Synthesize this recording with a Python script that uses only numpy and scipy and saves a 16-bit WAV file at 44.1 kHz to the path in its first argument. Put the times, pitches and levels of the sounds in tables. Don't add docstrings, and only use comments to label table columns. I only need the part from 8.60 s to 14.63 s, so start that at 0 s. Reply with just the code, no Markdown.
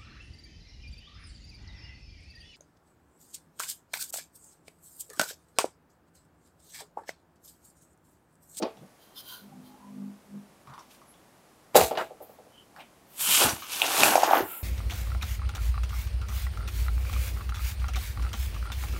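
import sys
import numpy as np
from scipy import signal
from scipy.fft import rfft, irfft, next_fast_len
from scipy.io import wavfile

SR = 44100
rng = np.random.default_rng(int(sys.argv[2]) if len(sys.argv) > 2 else 0)


def int16_out(signal):
    q = np.round(np.clip(np.atleast_2d(signal).T, -1, 1) * 32767)
    wavfile.write(sys.argv[1], SR, q.astype(np.int16))


N = 265923
TIME = np.arange(N) / SR


# start_s, attack_s, hold_s, release_s, rub_db, sizzle_db, silk_db
MOVES = [(2.185, 0.034, .012, 0.21, -63, -75, -68), (2.31, 0.026, 0.038, .08, -58.5, -58.5, -62),
         (3.627, 0.018, .006, 0.052, -73, -64, -45), (3.705, .06, 0.0091, .07, -75, -78, -54),
         (4.195, 0.048, 0.013, 0.043, -68, -69.5, -60), (4.52, .07, .03, 0.06, -62, -59, -52),
         (4.612, 0.045, 0.053, 0.18, -30.5, -24.5, -28.5), (4.71, 0.066, 0.13, 0.11, -22, -19, -25),
         (4.99, 0.052, .09, 0.05, -46.5, -69, -48.5), (5.125, 0.061, 0.08, .2, -34.5, -34, -39),
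         (5.24, 0.047, 0.038, .1, -34, -45, -54), (5.42, 0.29, 0.046, 0.22, -23.5, -22.5, -28),
         (5.635, 0.017, 0.0099, 0.046, -30.5, -57, -43), (5.765, 0.32, 0.026, 0.05, -34.5, -43, -29.5),
         (5.92, 0.24, 0.062, 0.13, -70, -44.5, -34.5)]
# start_s, attack_s, hold_s, release_s, level_db
BILLOWS = [(4.695, 0.12, 0.009, 0.087, -45), (4.826, 0.073, 0.048, 0.086, -25.5),
           (5.24, 0.044, .01, 0.068, -31), (5.44, 0.22, 0.038, 0.32, -22.5),
           (5.762, 0.15, 0.0077, 0.076, -22)]
# start_s, attack_s, hold_s, release_s, air_db, wide_folds_db
PUFFS = [(4.695, 0.018, 0.0093, 0.024, -62, -40), (4.848, 0.017, 0.019, 0.057, -38, -32.5),
         (4.925, 0.016, 0.0093, 0.015, -39, -46), (5.40, 0.035, .05, 0.17, -65, -34.5),
         (5.82, 0.027, 0.019, 0.026, -44.5, -43)]
# start_s, pop_db, pop_hz, crack_db, crack_hz
SNAPS = [(5.2175, -23.5, 830, -7, 2710), (5.2187, -28.5, 780, -11.5, 3550), (5.227, -22, 800, -23, 3070),
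         (5.433, -10.5, 685, -3.5, 2540), (5.434, -10, 1400, -14.5, 4340), (5.5545, -5, 695, -19.5, 2400),
         (5.564, -13, 670, -39, 2480), (5.578, -9.5, 824, -40, 2480), (5.632, -7.5, 767, -35, 2980),
         (5.687, -22, 860, -34, 2390), (5.710, -10, 800, -27, 3350), (5.7303, -11, 1250, -30, 2890),
         (5.733, -5.5, 804, -21, 2370), (5.7545, -20, 740, -24.5, 3370), (5.7705, -18.5, 445, -20, 2860),
         (5.804, -17.5, 405, -46, 2500)]
# start_s, level_db, pitch_hz
CREASES = [(.171, -49, 3500), (2.073, -39, 1090), (2.098, -44, 1080), (2.137, -43, 1290),
           (2.139, -46.5, 4030), (2.179, -35.5, 920), (2.192, -42, 5800), (2.416, -46, 1030),
           (2.54, -50.5, 3080), (4.163, -39, 1280), (4.205, -40, 2320), (4.744, -13, 6100),
           (4.755, -14, 7150), (4.893, -18.5, 5270), (5.022, -30, 1260), (5.435, -7.5, 7600),
           (5.555, -15.5, 5940), (5.635, -21.5, 6360)]
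# pitch_hz, width_hz, level_db
SHEET_HOLLOW = (780, 45, -0.079)
# pitch_hz, level_db (per Hz)
RUB_SPECTRUM = [(700, -10), (1000, 0), (1400, 1.5), (1900, -5), (2500, 5), (3060, 5), (3900, 1.5),
                (5200, 0), (6700, 0.5), (7600, -21), (9000, -16.5), (11000, -35)]
SIZZLE_SPECTRUM = [(5500, -52), (7000, -3.5), (7800, -2.5), (8800, -2), (10500, -4), (11700, -3.5),
                   (12400, -2), (14000, -26)]
SILK_SPECTRUM = [(8000, -37), (11000, -4), (12200, -4.5), (13800, 1.5), (15000, -5), (15800, -2)]
FLAP_SPECTRUM = [(30, -48), (70, -35), (160, -39), (300, 1.5), (480, -0.5), (780, 7), (1100, 4),
                 (1500, 1.5), (2200, -7.5), (4000, -46)]

# start_s, ring_db, contact_cutoff_hz, crack_db, ring_share (of t60, left by the grip)
KNOCKS = [(0.001, -24, 430, -57, 0.8), (0.024, -20, 420, -26.5, .45), (0.0495, -21, 560, -41, 0.68),
          (0.172, -41, 450, -72, 0.59), (0.229, -45, 500, -73, 0.56), (3.146, -16.5, 900, -28, 0.97),
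          (3.153, -4.5, 900, -15.5, 1), (3.207, -14, 905, -18.5, 1), (3.31, -19.5, 1120, -34, 0.79),
          (3.352, -28, 1500, -33.5, 0.46), (3.3738, -32, 2200, -23, 0.66), (3.411, -23, 1200, -38, 0.44)]
# start_s, ring_db
ROCKS = [(3.505, -35.5), (3.604, -34), (3.693, -43), (3.785, -42), (3.863, -49.5)]
# pitch_hz, level_db, t60_s
TRAY_MODES = [(167, -41, 0.14), (238, -23, 0.16), (305, -20.5, 0.17), (379.2, -13.5, 0.17),
              (442.5, -13, 0.3), (483.2, -12, 0.21), (511, -5, 0.13), (588, -7, 0.17), (634.5, -2, 0.073),
              (657, -15.5, 0.44), (725, -17.5, 0.32), (759, -7, 0.21), (817, -11.5, 0.21), (851, -5.5, 0.1),
              (1010, -22.5, 0.21), (1163, -21, 0.24), (1310, -17.5, .22), (1410, -23, 0.1)]
# start_s, attack_s, hold_s, release_s, level_db
SKIDS = [(3.163, .012, 0.0046, 0.029, -15.5), (3.175, 0.017, 0.072, 0.054, -30),
         (3.385, 0.013, 0.014, 0.073, -46.5)]
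# pitch_hz, level_db (per Hz)
CRACK_SPECTRUM = [(100, -18), (300, 8), (900, 13), (1400, 0), (2000, 0), (3300, -1.5), (5000, -8),
                  (8500, -35), (11000, -49), (16000, -38.5)]
GRIT_SPECTRUM = [(880, -48.5), (1500, -8.5), (1750, -14.5), (2500, -11.5), (3070, -15.5), (4110, -8),
                 (5470, -13), (7260, -7), (9370, -13), (14600, -10), (15600, -19)]

# start_s, attack_s, hold_s, release_s, level_db
SLIDES = [(.425, 0.051, .008, 0.18, -60), (.576, 0.032, 0.031, 0.026, -46), (.695, 0.1, 0.047, 0.11, -45),
          (1.065, .06, .008, .12, -60.5)]
# pitch_hz, width_hz, level_db
SLIDE_MODES = [(1032, 100, -1), (1430, 290, -6), (3210, 220, 7.5), (3480, 360, 2.5), (4180, 460, 3.5),
               (4600, 550, 2), (6000, 2800, -6.5), (10500, 4000, -5), (13900, 1500, 0.5)]
# centre_s, length_s, pitch_hz, level_db
SQUEAKS = [(.58, 0.023, 3520, -49), (.59, .037, 5130, -51.5), (.72, .07, 1008, -55.5),
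           (.75, 0.078, 1466, -52.5), (.94, 0.05, 788, -56), (1.15, .11, 840, -59), (1.25, 0.077, 998, -56),
           (2.505, .039, 10900, -58.5), (3.985, 0.071, 3040, -57), (4.73, .12, 3130, -33),
           (5.47, 0.11, 11700, -34), (5.93, 0.083, 1370, -49)]
# centre_s, length_s, pitch_hz, level_db
THUDS = [(.03, .011, 4400, -39), (.033, 0.015, 293, -26), (.222, 0.055, 182, -49), (.97, 0.12, 156, -52),
         (2.11, 0.059, 121, -51), (2.13, 0.068, 990, -50.5), (3.185, 0.038, 1000, -27),
         (3.19, 0.049, 162, -36), (3.235, 0.063, 70.6, -38), (3.405, 0.037, 1410, -33),
         (4.2, 0.046, 787, -48.5), (4.21, .03, 2330, -51.5), (4.83, 0.027, 462, -27.5),
         (5.775, .035, 338, -31.5), (5.93, .11, 2520, -51.5)]

# start_s, attack_s, hold_s, release_s, main_line_db, upper_line_db
HUM_SWELLS = [(.85, 0.076, 0.0055, 0.1, -49.5, -62), (.975, 0.065, 0.029, 0.27, -53.5, -52),
              (1.37, 0.14, .11, .1, -41.5, -46), (1.75, 0.076, 0.021, 0.12, -41, -54)]
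HUM_LINES = (151, 201.5, 253)
# pitch_hz, level_db (per Hz)
AIR_SPECTRUM = [(15, -55), (25, -3.5), (119, -6), (140, -3), (314, -3.5), (510, -8), (553, -5.5), (600, -6),
                (724, -6.5), (1060, -10.5), (1140, -9), (1270, -12.5), (3550, -21.5), (11300, -23.5),
                (15600, -31)]
# pitch_hz, t60_s
ROOM_DECAY = [(100, 0.34), (600, 0.22), (3000, 0.24), (8000, 0.12), (16000, 0.31)]
# delay_s, level_db
REFLECTIONS = [(.0035, -24), (.0098, -23), (.0235, -21.5)]

PUSH_HZ, PUSH_WIDTH_HZ = 62, 86
FOLD_HZ, FOLD_WIDTH_HZ = 223, 224
ROCK_CONTACT_HZ, ROCK_CRACK_DB, ROCK_RING_SHARE = 740, -30, 0.91
ATTACK_CURVE, RELEASE_CURVE = 1.09, 0.98
AIR_DB = -58.5
MIC_LOW_CUT_HZ, TOP_CUT_HZ = 59, 15750


def rustle():
    rub = grains(RUB_SPECTRUM, per_s=1800, spread_db=4.0, smooth_share=0.85, clump_db=1.63, clump_rate=110)
    sizzle = grains(SIZZLE_SPECTRUM, per_s=5300, spread_db=3.0, smooth_share=0.6, clump_db=0.6, clump_rate=110)
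    silk = grains(SILK_SPECTRUM, per_s=3800, spread_db=-3.0, smooth_share=0.81, clump_db=2.0, clump_rate=110)
    return (from_db(-2.5) * rub * strokes(MOVES, axis=4)
            + from_db(-5.5) * sizzle * strokes(MOVES, axis=5)
            + from_db(-3.0) * silk * strokes(MOVES, axis=6))


def flutter():
    flaps = grains(FLAP_SPECTRUM, per_s=540, spread_db=0.5, smooth_share=0.99, clump_db=2.7, clump_rate=78)
    pushed_air = band_noise(PUSH_HZ, PUSH_WIDTH_HZ, N)
    wide_folds = band_noise(FOLD_HZ, FOLD_WIDTH_HZ, N)
    return (strokes(BILLOWS) * flaps
            + strokes(PUFFS, axis=4) * pushed_air
            + strokes(PUFFS, axis=5) * wide_folds)


def snaps(pop_cycles=1.46, crack_cycles=3.14, edge_db=-19):
    out = np.zeros(N)
    for start, pop_db, pop_hz, crack_db, crack_hz in SNAPS:
        crack = pop(crack_hz, crack_cycles)
        crack_envelope = np.abs(signal.hilbert(crack))
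        spray = from_db(edge_db) * crack_envelope * rng.standard_normal(len(crack))
        hollow_pop = from_db(pop_db) * pop(pop_hz, pop_cycles)
        add(out, start, hollow_pop + from_db(crack_db) * (crack + spray))
    return out


def pop(hz, cycles):
    t = TIME[:SR // 40]
    age = t * hz / cycles
    envelope = (age * np.exp(1 - age)) ** 4
    return envelope * np.sin(2 * np.pi * hz * t)


def hollow(x):
    hz, width_hz, db = SHEET_HOLLOW
    return x + from_db(db) * resonate(x, hz, width_hz)


def creases(t60=0.0095, relative_width=0.27):
    out, t = np.zeros(N), TIME[:SR // 10]
    for start, db, hz in CREASES:
        burst = rng.standard_normal(len(t)) * from_db(-60 * t / t60)
        tick = resonate(burst, hz, relative_width * hz)
        add(out, start, from_db(db) * tick / np.abs(tick).max())
    return out


def trays(crack_t60=0.073, scatter_db=-0.5, rise_s=0.0019):
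    rings, cracks, t = np.zeros(N), np.zeros(N), TIME[:SR // 2]
    hz, mode_db, t60 = np.array(TRAY_MODES).T[:, :, None]
    rocking = [(start, db, ROCK_CONTACT_HZ, db + ROCK_CRACK_DB, ROCK_RING_SHARE) for start, db in ROCKS]
    for start, ring_db, contact_hz, crack_db, ring_share in KNOCKS + rocking:
        scattered_db = mode_db + scatter_db * rng.standard_normal(hz.shape)
        strength = from_db(scattered_db) / np.hypot(1, (hz / contact_hz) ** 2)
        phase = rng.uniform(0, 2 * np.pi, hz.shape)
        decay = from_db(-60 * t / (ring_share * t60))
        ring = np.sum(strength * decay * np.sin(2 * np.pi * hz * t + phase), axis=0)
        add(rings, start, from_db(ring_db) * ring * (1 - np.exp(-t / rise_s)))
        crack = colour(rng.standard_normal(len(t)), CRACK_SPECTRUM)
        add(cracks, start, from_db(crack_db - 60 * t / crack_t60) * crack)
    grit = grains(GRIT_SPECTRUM, per_s=2000, spread_db=3.5, smooth_share=0.31, clump_db=0.0, clump_rate=250)
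    skid = strokes(SKIDS) * grit
    return rings + kitchen(cracks, wet_db=-3) + kitchen(skid, wet_db=-8)


def slide():
    friction = rng.standard_normal(N)
    bands = np.zeros(N)
    for hz, width_hz, db in SLIDE_MODES:
        bands += from_db(db) * resonate(resonate(friction, hz, width_hz), hz, width_hz)
    return strokes(SLIDES) * rms_one(bands) + swells(SQUEAKS, relative_width=0.08)


def thuds():
    return swells(THUDS, relative_width=0.57)


def hum(waver_db=2.5, lower_db=-16, rumble_db=-16, rumble_hz=200, rumble_width_hz=330):
    lines = []
    for hz in HUM_LINES:
        level = np.sqrt(2) * from_db(waver_db * drift(16.9))
        cycles = hz * TIME + rng.random() + 0.07 * drift(10.4)
        lines.append(level * np.sin(2 * np.pi * cycles))
    lower, main, upper = lines
    rumble = from_db(rumble_db) * band_noise(rumble_hz, rumble_width_hz, N)
    body = main + from_db(lower_db) * lower + rumble
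    return strokes(HUM_SWELLS, axis=4) * body + strokes(HUM_SWELLS, axis=5) * upper


def room_air():
    return from_db(AIR_DB) * colour(rng.standard_normal(N), AIR_SPECTRUM)


def kitchen(x, wet_db):
    t, tail = TIME[:SR // 2], 0
    edges = np.geomspace(50, 18000, 9)
    for low, high in zip(edges, edges[1:]):
        band_pass = signal.butter(2, [low, high], "band", fs=SR, output="sos")
        band = signal.sosfilt(band_pass, rng.standard_normal(len(t)))
        tail = tail + band * from_db(-60 * t / at_hz(ROOM_DECAY, np.sqrt(low * high)))
    tail = tail * (1 - np.exp(-t / 0.0013))
    return x + from_db(wet_db) * signal.fftconvolve(x, tail / np.linalg.norm(tail))[:N]


def reflected(x):
    out = x.copy()
    for delay, db in REFLECTIONS:
        add(out, delay, from_db(db) * x)
    return out


def strokes(rows, axis=4):
    power = np.zeros(N)
    for row in rows:
        start, attack, hold, release = row[:4]
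        early = np.maximum(start - TIME, 0) / attack
        late = np.maximum(TIME - start - hold, 0) / release
        near = early + late < 5
        fall_db = 20 * (early[near] ** ATTACK_CURVE + late[near] ** RELEASE_CURVE)
        power[near] += from_db(row[axis] - fall_db) ** 2
    return np.sqrt(power)


def swells(rows, relative_width):
    out = np.zeros(N)
    for centre, length, hz, db in rows:
        near = np.abs(TIME - centre) < 2 * length
        bell = np.exp(-2 * ((TIME[near] - centre) / length) ** 2)
        sound = bell * band_noise(hz, relative_width * hz, len(bell))
        out[near] += from_db(db) * sound * np.linalg.norm(bell) / np.linalg.norm(sound)
    return out


def grains(spectrum, per_s, spread_db, smooth_share, clump_db, clump_rate):
    born = rng.random(N) < per_s / SR
    size = from_db(spread_db * np.minimum(rng.exponential(1, N), 4))
    slips = born * rng.choice([-1, 1], N) * size
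    mix = rms_one(slips) + smooth_share * rng.standard_normal(N)
    return colour(mix * from_db(clump_db * drift(clump_rate)), spectrum)


def band_noise(hz, width_hz, size):
    noise = rng.standard_normal(size + SR // 4)
    return rms_one(resonate(resonate(noise, hz, width_hz), hz, width_hz)[SR // 4:])


def resonate(x, hz, width_hz):
    r = np.exp(-np.pi * width_hz / SR)
    zeros = np.array([1, 0, -1]) * (1 - r * r) / 2
    poles = [1, -2 * r * np.cos(2 * np.pi * hz / SR), r * r]
    return signal.lfilter(zeros, poles, x)


def colour(x, spectrum):
    size = next_fast_len(len(x))
    gain = from_db(at_hz(spectrum, np.fft.rfftfreq(size, 1 / SR)))
    return rms_one(irfft(rfft(x, size) * gain, size)[:len(x)])


def drift(rate):
    knots = rng.standard_normal(2000)
    return np.interp(TIME * rate, np.arange(len(knots)), knots)


def at_hz(points, hz):
    points = np.array(points)
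    return np.interp(np.log(np.maximum(hz, 1)), np.log(points[:, 0]), points[:, 1])


def add(track, start, sound):
    at = max(0, round(start * SR))
    track[at:at + len(sound)] += sound[:max(0, N - at)]


def from_db(db):
    return 10 ** (np.asarray(db) / 20)


def rms_one(x):
    return x / np.sqrt(np.mean(x ** 2) + 1e-20)


def scene():
    moving_sheet = kitchen(rustle() + flutter(), wet_db=-13.5)
    snapping_folds = kitchen(hollow(reflected(snaps())), wet_db=-8.0)
    ticking_creases = kitchen(creases(), wet_db=1.5)
    sheet = moving_sheet + snapping_folds + ticking_creases
    return (sheet + trays() + slide() + thuds() + hum() + room_air())[None]


def record(dry):
    low_cut = signal.butter(2, MIC_LOW_CUT_HZ, "high", fs=SR, output="sos")
    top_cut = signal.ellip(12, .1, 70, TOP_CUT_HZ, fs=SR, output="sos")
    heard = signal.sosfilt(low_cut, dry)
    return signal.sosfilt(top_cut, np.clip(heard, -1, 1))


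dry = scene()
out = record(dry)
int16_out(out)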